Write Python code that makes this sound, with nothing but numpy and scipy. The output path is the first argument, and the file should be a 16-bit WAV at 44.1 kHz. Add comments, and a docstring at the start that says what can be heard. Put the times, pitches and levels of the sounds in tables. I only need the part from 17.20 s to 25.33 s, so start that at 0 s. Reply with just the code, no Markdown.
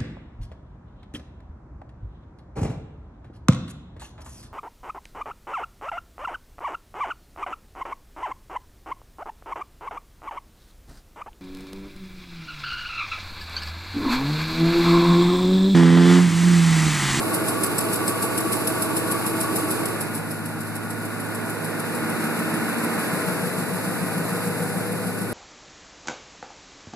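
"""A V8 truck idles outdoors with an uneven throb throughout, along with an exhaust hum, rough drones, the
rumble of the engine block and the rush of the fan. A small exhaust leak ticks once per engine cycle
(two turns of the crank): now a soft puff, now a hard snap with a second spit. A hand-held microphone
moves from the wheel arch, where the ticks are loudest, along the fender to the grille."""
import sys
import numpy as np
from scipy import signal
from scipy.fft import rfft, irfft
from scipy.io import wavfile

SR = 44100
rng = np.random.default_rng(int(sys.argv[2]) if len(sys.argv) > 2 else 0)


def store_pcm(level_fs):
    """Save levels as 16-bit WAV."""
    pcm = np.round(np.clip(level_fs, -1, 1) * 32767).astype(np.int16)
    wavfile.write(sys.argv[1], SR, np.atleast_2d(pcm).T)


N = 358533
TIME = np.arange(N) / SR
BINS = np.fft.rfftfreq(N, 1 / SR)
CHUG_PHASE, TICK_PHASE = .935, .925  # when in a cycle (0-1) the strongest pulse and the leak come
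CHUG_MULTIPLES = (26, 27, 28, 29)  # the throb tones which that pulse makes boom together

# Levels in the tables are relative: the functions scale them further.
# crank speed, wandering a little (time [s], speed [rpm])
CRANK_SPEED = [(0, 803.2), (0.6, 805.7), (1.0, 812.3), (1.3, 809.6), (2.2, 811.9), (2.65, 806.3),
               (3.05, 800.1), (3.5, 807.5), (4.3, 808.4), (4.95, 803.2), (5.6, 810.7), (6.3, 796),
               (6.7, 816.2), (7.2, 802.7), (7.7, 811), (8.13, 809.5)]
# the microphone's path (time [s], place [0 wheel arch, 1 fender, 2 front corner, 3 grille])
WALK = [(2.55, 0), (2.85, 1), (4.5, 1), (4.95, 2), (5.6, 2), (6.05, 3), (7.5, 3)]
# cylinder tones (pitch [times the cycle rate], level at each of the four places [dB])
THROB_TONES = [(19, -44, -49, -55, -47), (23, -50, -48, -51, -46), (26, -48, -50, -49, -41),
               (27, -45.5, -49.5, -45, -37.5), (28, -43.5, -49, -42, -37), (29, -44.5, -67, -57, -52.5),
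               (30, -48.5, -62, -59, -51), (32, -47, -54, -40, -42), (33, -41, -41.5, -36.5, -48),
               (35, -47, -42, -34, -48), (37, -50, -49, -52, -41), (42, -44, -56, -48, -54),
               (44, -44, -48, -51, -56), (46, -41.5, -49.5, -57, -71.5), (48, -42, -50.5, -43.5, -53)]
# three exhaust notes that swell and fade (time [s], level at 3, 9 and 12 times the firing rate [dB])
NOTE_LEVELS = [(2.6, -46.5, -51, -55), (2.9, -39, -56, -54), (3.5, -39.5, -60, -52), (4.05, -51, -53, -52),
               (4.5, -38.5, -44, -47), (5.8, -41, -67, -46), (6.05, -46, -38.5, -37.5),
               (6.4, -46, -47, -47), (6.95, -37, -54, -48), (7.2, -37, -36, -46), (7.7, -38, -38.5, -54),
               (7.9, -44, -56, -59)]
# narrow, rough engine drones (pitch [Hz], width [Hz], level at each place [dB])
DRONE_BANDS = [(161.6, 6.5, -47.5, -49, -51, -40), (178, 17, -51, -51, -43, -45),
               (225, 12, -50, -45, -40.5, -49), (323, 18.5, -33.5, -46, -35.5, -52),
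               (482, 31, -44.5, -66, -62, -39.5), (647.7, 11.6, -40, -62, -58, -63),
               (891, 16, -44, -58, -63, -68), (1137, 40, -35.5, -52, -56, -55),
               (2158, 14, -47.5, -70, -52, -65)]
# exhaust hum (time [s], level [dB], left minus right [dB])
HUM_LEVELS = [(0, -36, 32), (2.5, -35.5, 30), (3.1, -37, 3), (3.8, -35, -1), (4.5, -38.5, -6),
              (5.1, -40.5, -15), (6.0, -42.5, -2), (7.0, -39, -5), (8.13, -35, -7)]
# whining pulleys (pitch [times the cycle rate], level at each place [dB])
PULLEY_TONES = [(169, -43, -55, -63, -62), (214.6, -43.5, -45.5, -44, -50), (219.5, -48.5, -49.5, -45, -47)]
# engine bay loudness, shielded by the fender and open at the corner (time [s], level [dB])
BAY_LEVEL = [(0, 2), (2.6, 1), (3.2, -4), (3.7, -3.5), (4.4, -1), (5.1, 0.8), (5.9, 1.5), (6.4, -0.7),
             (7.2, -0.6), (8.13, -3.5)]
# the rumble's middle pitches dip beside the fender (time [s], level [dB])
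MIDRANGE_LEVEL = [(2.45, -0.8), (2.72, 1), (2.95, -2), (3.3, -4), (4.1, 0), (7.0, -0.5), (8.0, -0.5)]
# loudness of the rumble, the fan's rush and its hiss (level at each place [dB])
RUMBLE_DB = (-30, -32, -31.5, -30.5)
RUSH_DB = (-35, -32.5, -31.5, -32)
HISS_DB = (-33.5, -37.5, -36.3, -34)
# the side the rumble leans to (left minus right at each place [dB])
RUMBLE_PAN_DB = (-7.5, -7.5, -6.5, 2)
# tone colour of the rumble and the rush, in and outside the arch (frequency [Hz], level [dB])
RUMBLE_ARCH = [(20, -43), (60, -28), (88, -12), (125, -8), (200, -6.5), (260, -1), (330, 0.5), (460, 1.5),
               (560, -5.5), (760, -7), (1000, -12.5), (1500, -63)]
RUMBLE_OUTSIDE = [(20, -51), (60, -29), (88, -10.5), (130, -1), (200, -3.5), (300, 5), (370, 0.5), (460, 3),
                  (560, -2), (760, -5), (1000, -15.5), (1500, -65)]
RUSH_ARCH = [(400, -58), (800, 1.5), (1100, 2), (1400, 3), (1650, 0.5), (2000, -4.5), (2500, -3),
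             (3100, -9), (4000, -12), (5000, -35)]
RUSH_OUTSIDE = [(400, -20.5), (800, 1), (1100, 0.5), (1400, 2.5), (1650, 0.5), (2000, -3), (2500, -5),
                (3100, -14.5), (4000, -13.5), (5000, -23)]
# tone colour of the fan's hiss and the leak's puff (frequency [Hz], level [dB])
HISS_COLOUR = [(2500, -23), (4000, -4.5), (4900, -3), (6000, -11.5), (7400, -3.5), (8800, -2.5), (9800, -1),
               (10400, 4), (11200, 4.5), (12400, -3.5), (13800, -5)]
PUFF_COLOUR = [(1500, -39), (2500, -3.5), (4600, -4.5), (5300, -1), (6200, -10.5), (8000, 4), (9300, 2),
               (10400, 10.5), (11100, 13), (12500, -6.5), (13300, 8.5), (14000, -28)]
# how alike left and right are (frequency [Hz], likeness [-1 opposite to 1 same])
LIKENESS = [(60, 0), (110, .2), (180, .65), (280, .75), (500, .6), (850, .72), (1450, .99), (1700, .97),
            (2100, .35), (2600, -.25), (3020, -1), (3420, -1), (3900, 0), (4600, .2), (14000, -.05)]
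# echoes in the arch reach left and right at different times (frequency [Hz], left's lead [radians])
ARCH_PHASE = [(60, .3), (200, .8), (330, 0), (510, -1.2), (750, 0), (1050, .45), (1500, 0)]
# loudness of the leak's faint ticks (time [s], level [dB])
FAINT_TICK_LEVEL = [(0, -27.5), (3.3, -36), (4.0, -34.5), (5.1, -35), (6.0, -38), (8.13, -37.5)]
# ticks that stand out (time [s], puff [dB], softness [times slower], snap [dB], ping [dB], spit [dB])
LOUD_TICKS = [(0.141, -25.5, 3.7, -36, -34, -38), (0.284, -24.5, 2.6, -24, -35, -33),
              (0.435, -22, 1.1, -28, -25, -26.5), (0.583, -22, 0.8, -18.5, -23, -27.5),
              (0.732, -26, 2.8, -23, -36, -26), (0.880, -23.5, 3.2, -33, -21, -34),
              (1.026, -23.5, 4.1, -32, -37, -30.5), (1.178, -23, 1.1, -28, -27, -27),
              (1.325, -23, 2.9, -27, -36, -30), (1.473, -23, 1.4, -21, -28, -31),
              (1.621, -24.5, 3.3, -31, -36, -35), (1.768, -24, 3.5, -28, -23, -35),
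              (1.914, -25, 2.5, -29, -38, -32.5), (2.064, -25.5, 3.3, -33, -37, -37),
              (2.210, -25, 4.5, -26, -27, -34), (2.361, -25, 2.6, -24, -37, -28),
              (2.508, -26, 2.9, -26, -32, -36), (2.657, -30, 1, -23, -34, -33),
              (2.809, -29, 3.2, -27, -36, -38), (2.951, -31.5, 5, -35, -40, -37),
              (3.109, -33, 2.5, -33, -42, -45), (3.704, -34.5, 1.6, -36, -48, -39),
              (4.749, -34, 1.4, -34, -44, -42), (5.639, -34, 1.2, -35, -45, -46)]
# clink of the manifold, the metal pipes that collect the exhaust (pitch [Hz], width [Hz], level [dB])
CLINK_BANDS = [(4960, 600, -3), (7950, 390, 4), (10900, 1100, 5), (13200, 900, 0)]
# the manifold's two clearest tones (pitch [Hz], level [dB])
PING_TONES = [(5100, -8.5), (8140, 1)]
# shifts a wave one way on the left and the other way on the right (left [sign], right [sign])
SIDES = np.array([[1], [-1]])


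def gain_of(db):
    """Turns decibels into a number to multiply by."""
    return 10 ** (np.asarray(db) / 20)


def evened(x):
    """Scales a signal to an average strength (rms) of 1."""
    return x / np.sqrt(np.mean(x ** 2) + 1e-20)


def curves(rows):
    """Each column of a time table, at every sample."""
    times, *columns = np.transpose(rows)
    return [np.interp(TIME, times, column) for column in columns]


def spectrum(points):
    """A frequency table, filled in at every frequency."""
    hz, value = np.transpose(points)
    return np.interp(np.log(BINS + 1), np.log(hz + 1), value)


def drift(rate_hz):
    """A random wobble, mostly slower than rate_hz."""
    return evened(irfft(rfft(rng.standard_normal(N)) / (1 + (BINS / rate_hz) ** 4), N))


def panned(db):
    """Left and right gains, db apart, with the same total power."""
    pair = gain_of(np.array([db, -db]) / 2)
    return pair / np.sqrt((pair ** 2).mean(0))


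def noise(shape, lead=0):
    """Partly alike left and right noise; shape gives the strength of each frequency."""
    shared, opposed = rfft(rng.standard_normal((2, N)))
    likeness = np.clip(spectrum(LIKENESS), -.998, .998)
    shared, opposed = shared * np.sqrt(1 + likeness), opposed * np.sqrt(1 - likeness)
    pair = np.array([(shared + opposed) * np.exp(1j * lead), shared - opposed])
    return evened(irfft(pair * shape, N))


def coloured(points, lead=0):
    """Noise with the tone colour of a table."""
    return noise(gain_of(spectrum(points)), lead)


def gain_at(levels_db, place):
    """Gain along the walk, from the levels at its four places."""
    return np.interp(place, range(4), gain_of(levels_db))


def walking_noise(arch, outside, place):
    """Noise that changes colour as the microphone leaves the wheel arch."""
    away = np.clip(place, 0, 1)
    return np.sqrt(1 - away) * coloured(arch, spectrum(ARCH_PHASE)) + np.sqrt(away) * coloured(outside)


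def cylinder_throb(cycles, place, level_db=-.44, spread_rad=.38):
    """Unequal cylinders make low tones; near the grille a few line up into one chug per cycle."""
    out = np.zeros((2, N))
    for multiple, *levels_db in THROB_TONES:
        offset, side = rng.standard_normal(2)
        disorder = np.interp(place, [1, 3], [1.4, .5]) if multiple in CHUG_MULTIPLES else 1.4
        angle = 2 * np.pi * multiple * (cycles - CHUG_PHASE) + disorder * offset + .15 * drift(2.5)
        out += gain_at(levels_db, place) * np.cos(angle + spread_rad * np.sign(side) * SIDES)
    return np.sqrt(2) * gain_of(level_db) * panned(db=3.5)[:, None] * out


def exhaust_notes(cycles, spread_rad=.25, waver_rad=.28):
    """Higher exhaust notes, on multiples of the eight firings in each cycle."""
    out = np.zeros((2, N))
    for multiple, db in zip((3, 9, 12), curves(NOTE_LEVELS)):
        angle = 2 * np.pi * 8 * multiple * (cycles - CHUG_PHASE)
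        out += gain_of(db) * np.cos(angle + waver_rad * drift(2.7) + spread_rad * SIDES)
    return np.sqrt(2) * panned(db=2)[:, None] * out


def engine_drones(cycles, place, level_db=-1, shake=.34):
    """Rough drones, mostly at multiples of the firing rate, shaken by the uneven running."""
    lurch = 1 - shake * np.cos(2 * np.pi * 3 * cycles)
    out = np.zeros((2, N))
    for hz, width, *levels_db in DRONE_BANDS:
        peak = 1 / (1 + ((BINS - hz) / (.97 * width)) ** 2)
        out += gain_at(levels_db, place) * noise(peak)
    return gain_of(level_db) * lurch * out


def exhaust_hum(cycles, level_db=-4, spread_rad=.54):
    """The steady exhaust note: two waves for each of the eight firings."""
    db, pan_db = curves(HUM_LEVELS)
    wave = np.cos(2 * np.pi * 16 * cycles + spread_rad * SIDES) / np.cos(spread_rad)
    return np.sqrt(2) * gain_of(db + level_db) * panned(pan_db) * wave


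def pulley_whine(cycles, place, waver_rad=.98, flutter_db=2.5):
    """Belt-driven pulleys whine at pitches that follow the engine's speed."""
    out = np.zeros(N)
    for ratio, *levels_db in PULLEY_TONES:
        angle = 2 * np.pi * ratio * cycles + waver_rad * drift(7.4)
        out += gain_at(levels_db, place) * gain_of(flutter_db * drift(8.9)) * np.cos(angle)
    return np.sqrt(2) * out


def block_rumble(place, bay_db, middle_hz=470, width_hz=170):
    """Burning fuel rumbles through the block and panels; the fender dims the middle pitches."""
    level = gain_at(RUMBLE_DB, place) * gain_of(.66 * bay_db)
    balance = panned(np.interp(place, range(4), RUMBLE_PAN_DB))
    body = walking_noise(RUMBLE_ARCH, RUMBLE_OUTSIDE, place)
    middle = irfft(rfft(body) / (1 + ((BINS - middle_hz) / width_hz) ** 4), N)
    middle_db, = curves(MIDRANGE_LEVEL)
    return level * balance * (body + (gain_of(middle_db) - 1) * middle)


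def fan(cycles, place, bay_db, chop=.025, flutter_db=.9):
    """Air rushes through the fan and radiator, lightly chopped by the blades, with a fine hiss on top."""
    blades = 1 + chop * np.cos(2 * np.pi * 24 * cycles)
    rush_gain = gain_at(RUSH_DB, place) * gain_of(1.31 * bay_db) * blades
    hiss_gain = gain_at(HISS_DB, place) * gain_of(bay_db + flutter_db * drift(20))
    return rush_gain * walking_noise(RUSH_ARCH, RUSH_OUTSIDE, place) + hiss_gain * coloured(HISS_COLOUR)


def faint_ticks(cycles, vary_db=.6, softness=2, snap_db=-3, spit_db=-10):
    """Rows like LOUD_TICKS for all other cycles, where the leak ticks softly with no ping."""
    due = np.arange(-1, int(cycles[-1] - TICK_PHASE) + 1) + TICK_PHASE
    times = np.interp(due, cycles, TIME)
    times += np.minimum(due, 0) * TIME[-1] / cycles[-1]  # the first falls just before the start
    puff_db = np.interp(times, *np.transpose(FAINT_TICK_LEVEL)) + vary_db * rng.standard_normal(len(due))
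    loud_times = np.transpose(LOUD_TICKS)[0]
    return [(s, db, softness, db + snap_db, None, db + spit_db)
            for s, db in zip(times, puff_db) if min(abs(loud_times - s)) > .05]


def burst(t, rise_s, fall_s, hold_s=0):
    """A loudness shape that swells up to t = 0, holds, and dies away."""
    return np.exp(-np.maximum(np.maximum(-t / rise_s, (t - hold_s) / fall_s), 0))


def exhaust_leak(ticks, open_s=.009, spit_delay_s=.027, tail_db=-10, sputter_db=1.5):
    """A gap snaps open, gas sputters out and rings round the engine bay; a second spit follows."""
    crack, puff = np.zeros((2, N))
    for s, puff_db, softness, snap_db, _, spit_db in ticks:
        near = slice(max(round((s - .05) * SR), 0), round((s + .14) * SR))
        t = TIME[near] - s
        snap = gain_of(snap_db) * burst(t, rise_s=.0005, fall_s=.005)
        spit = gain_of(spit_db) * burst(t - spit_delay_s, rise_s=.0025, fall_s=.011)
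        jet = burst(t, rise_s=.0018 * softness, fall_s=.0042 * softness, hold_s=open_s)
        tail = gain_of(tail_db) * burst(t - open_s, rise_s=.018, fall_s=.04)
        crack[near] += np.hypot(snap, spit)
        puff[near] += gain_of(puff_db) * np.hypot(jet, tail)
    sputter = gain_of(sputter_db * drift(220))
    return sputter * (crack * manifold_clink() + puff * coloured(PUFF_COLOUR))


def manifold_clink():
    """Swirling gas rings the manifold at its own pitches."""
    power = sum(gain_of(db) ** 2 / (1 + (2 * (BINS - hz) / width) ** 2) for hz, width, db in CLINK_BANDS)
    return noise(np.sqrt(power))


def manifold_pings(ticks, detune=.012):
    """A hard tick sets the manifold pinging, a little differently each time."""
    out = np.zeros((2, N))
    for s, *_, ping_db, _ in ticks:
        near = abs(TIME - s) < .04
        t = TIME[near] - s
        shape = burst(t, rise_s=.00063, fall_s=.004)
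        for hz, db in PING_TONES:
            turns = hz * (1 + detune * rng.standard_normal()) * t + rng.random((2, 1)) / 2
            out[:, near] += gain_of(ping_db + db) * shape * np.sin(2 * np.pi * turns)
    return np.sqrt(2) * out


def grille_chug(cycles, place, depth=.12):
    """Towards the grille the tones swell once in every cycle."""
    return 1 + depth * np.clip(place - 2, 0, 1) * np.cos(2 * np.pi * (cycles - CHUG_PHASE))


def scene():
    """Adds up the sounds as the crank turns and the microphone moves."""
    rpm, = curves(CRANK_SPEED)
    cycles = np.cumsum(rpm) / SR / 120  # 60 seconds a minute, two turns a cycle
    place, = curves(WALK)
    bay_db, = curves(BAY_LEVEL)
    tones = cylinder_throb(cycles, place) + exhaust_notes(cycles) + engine_drones(cycles, place)
    engine = grille_chug(cycles, place) * tones + exhaust_hum(cycles) + pulley_whine(cycles, place)
    engine += block_rumble(place, bay_db) + fan(cycles, place, bay_db)
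    return engine + exhaust_leak(LOUD_TICKS + faint_ticks(cycles)) + manifold_pings(LOUD_TICKS)


def record(dry):
    """Cuts away the highest treble, above 14000 Hz."""
    low_pass = signal.firwin(511, 14000, window=("kaiser", 9), fs=SR)
    return signal.oaconvolve(dry, low_pass[None], "same")


dry = scene()
out = record(dry)
store_pcm(out)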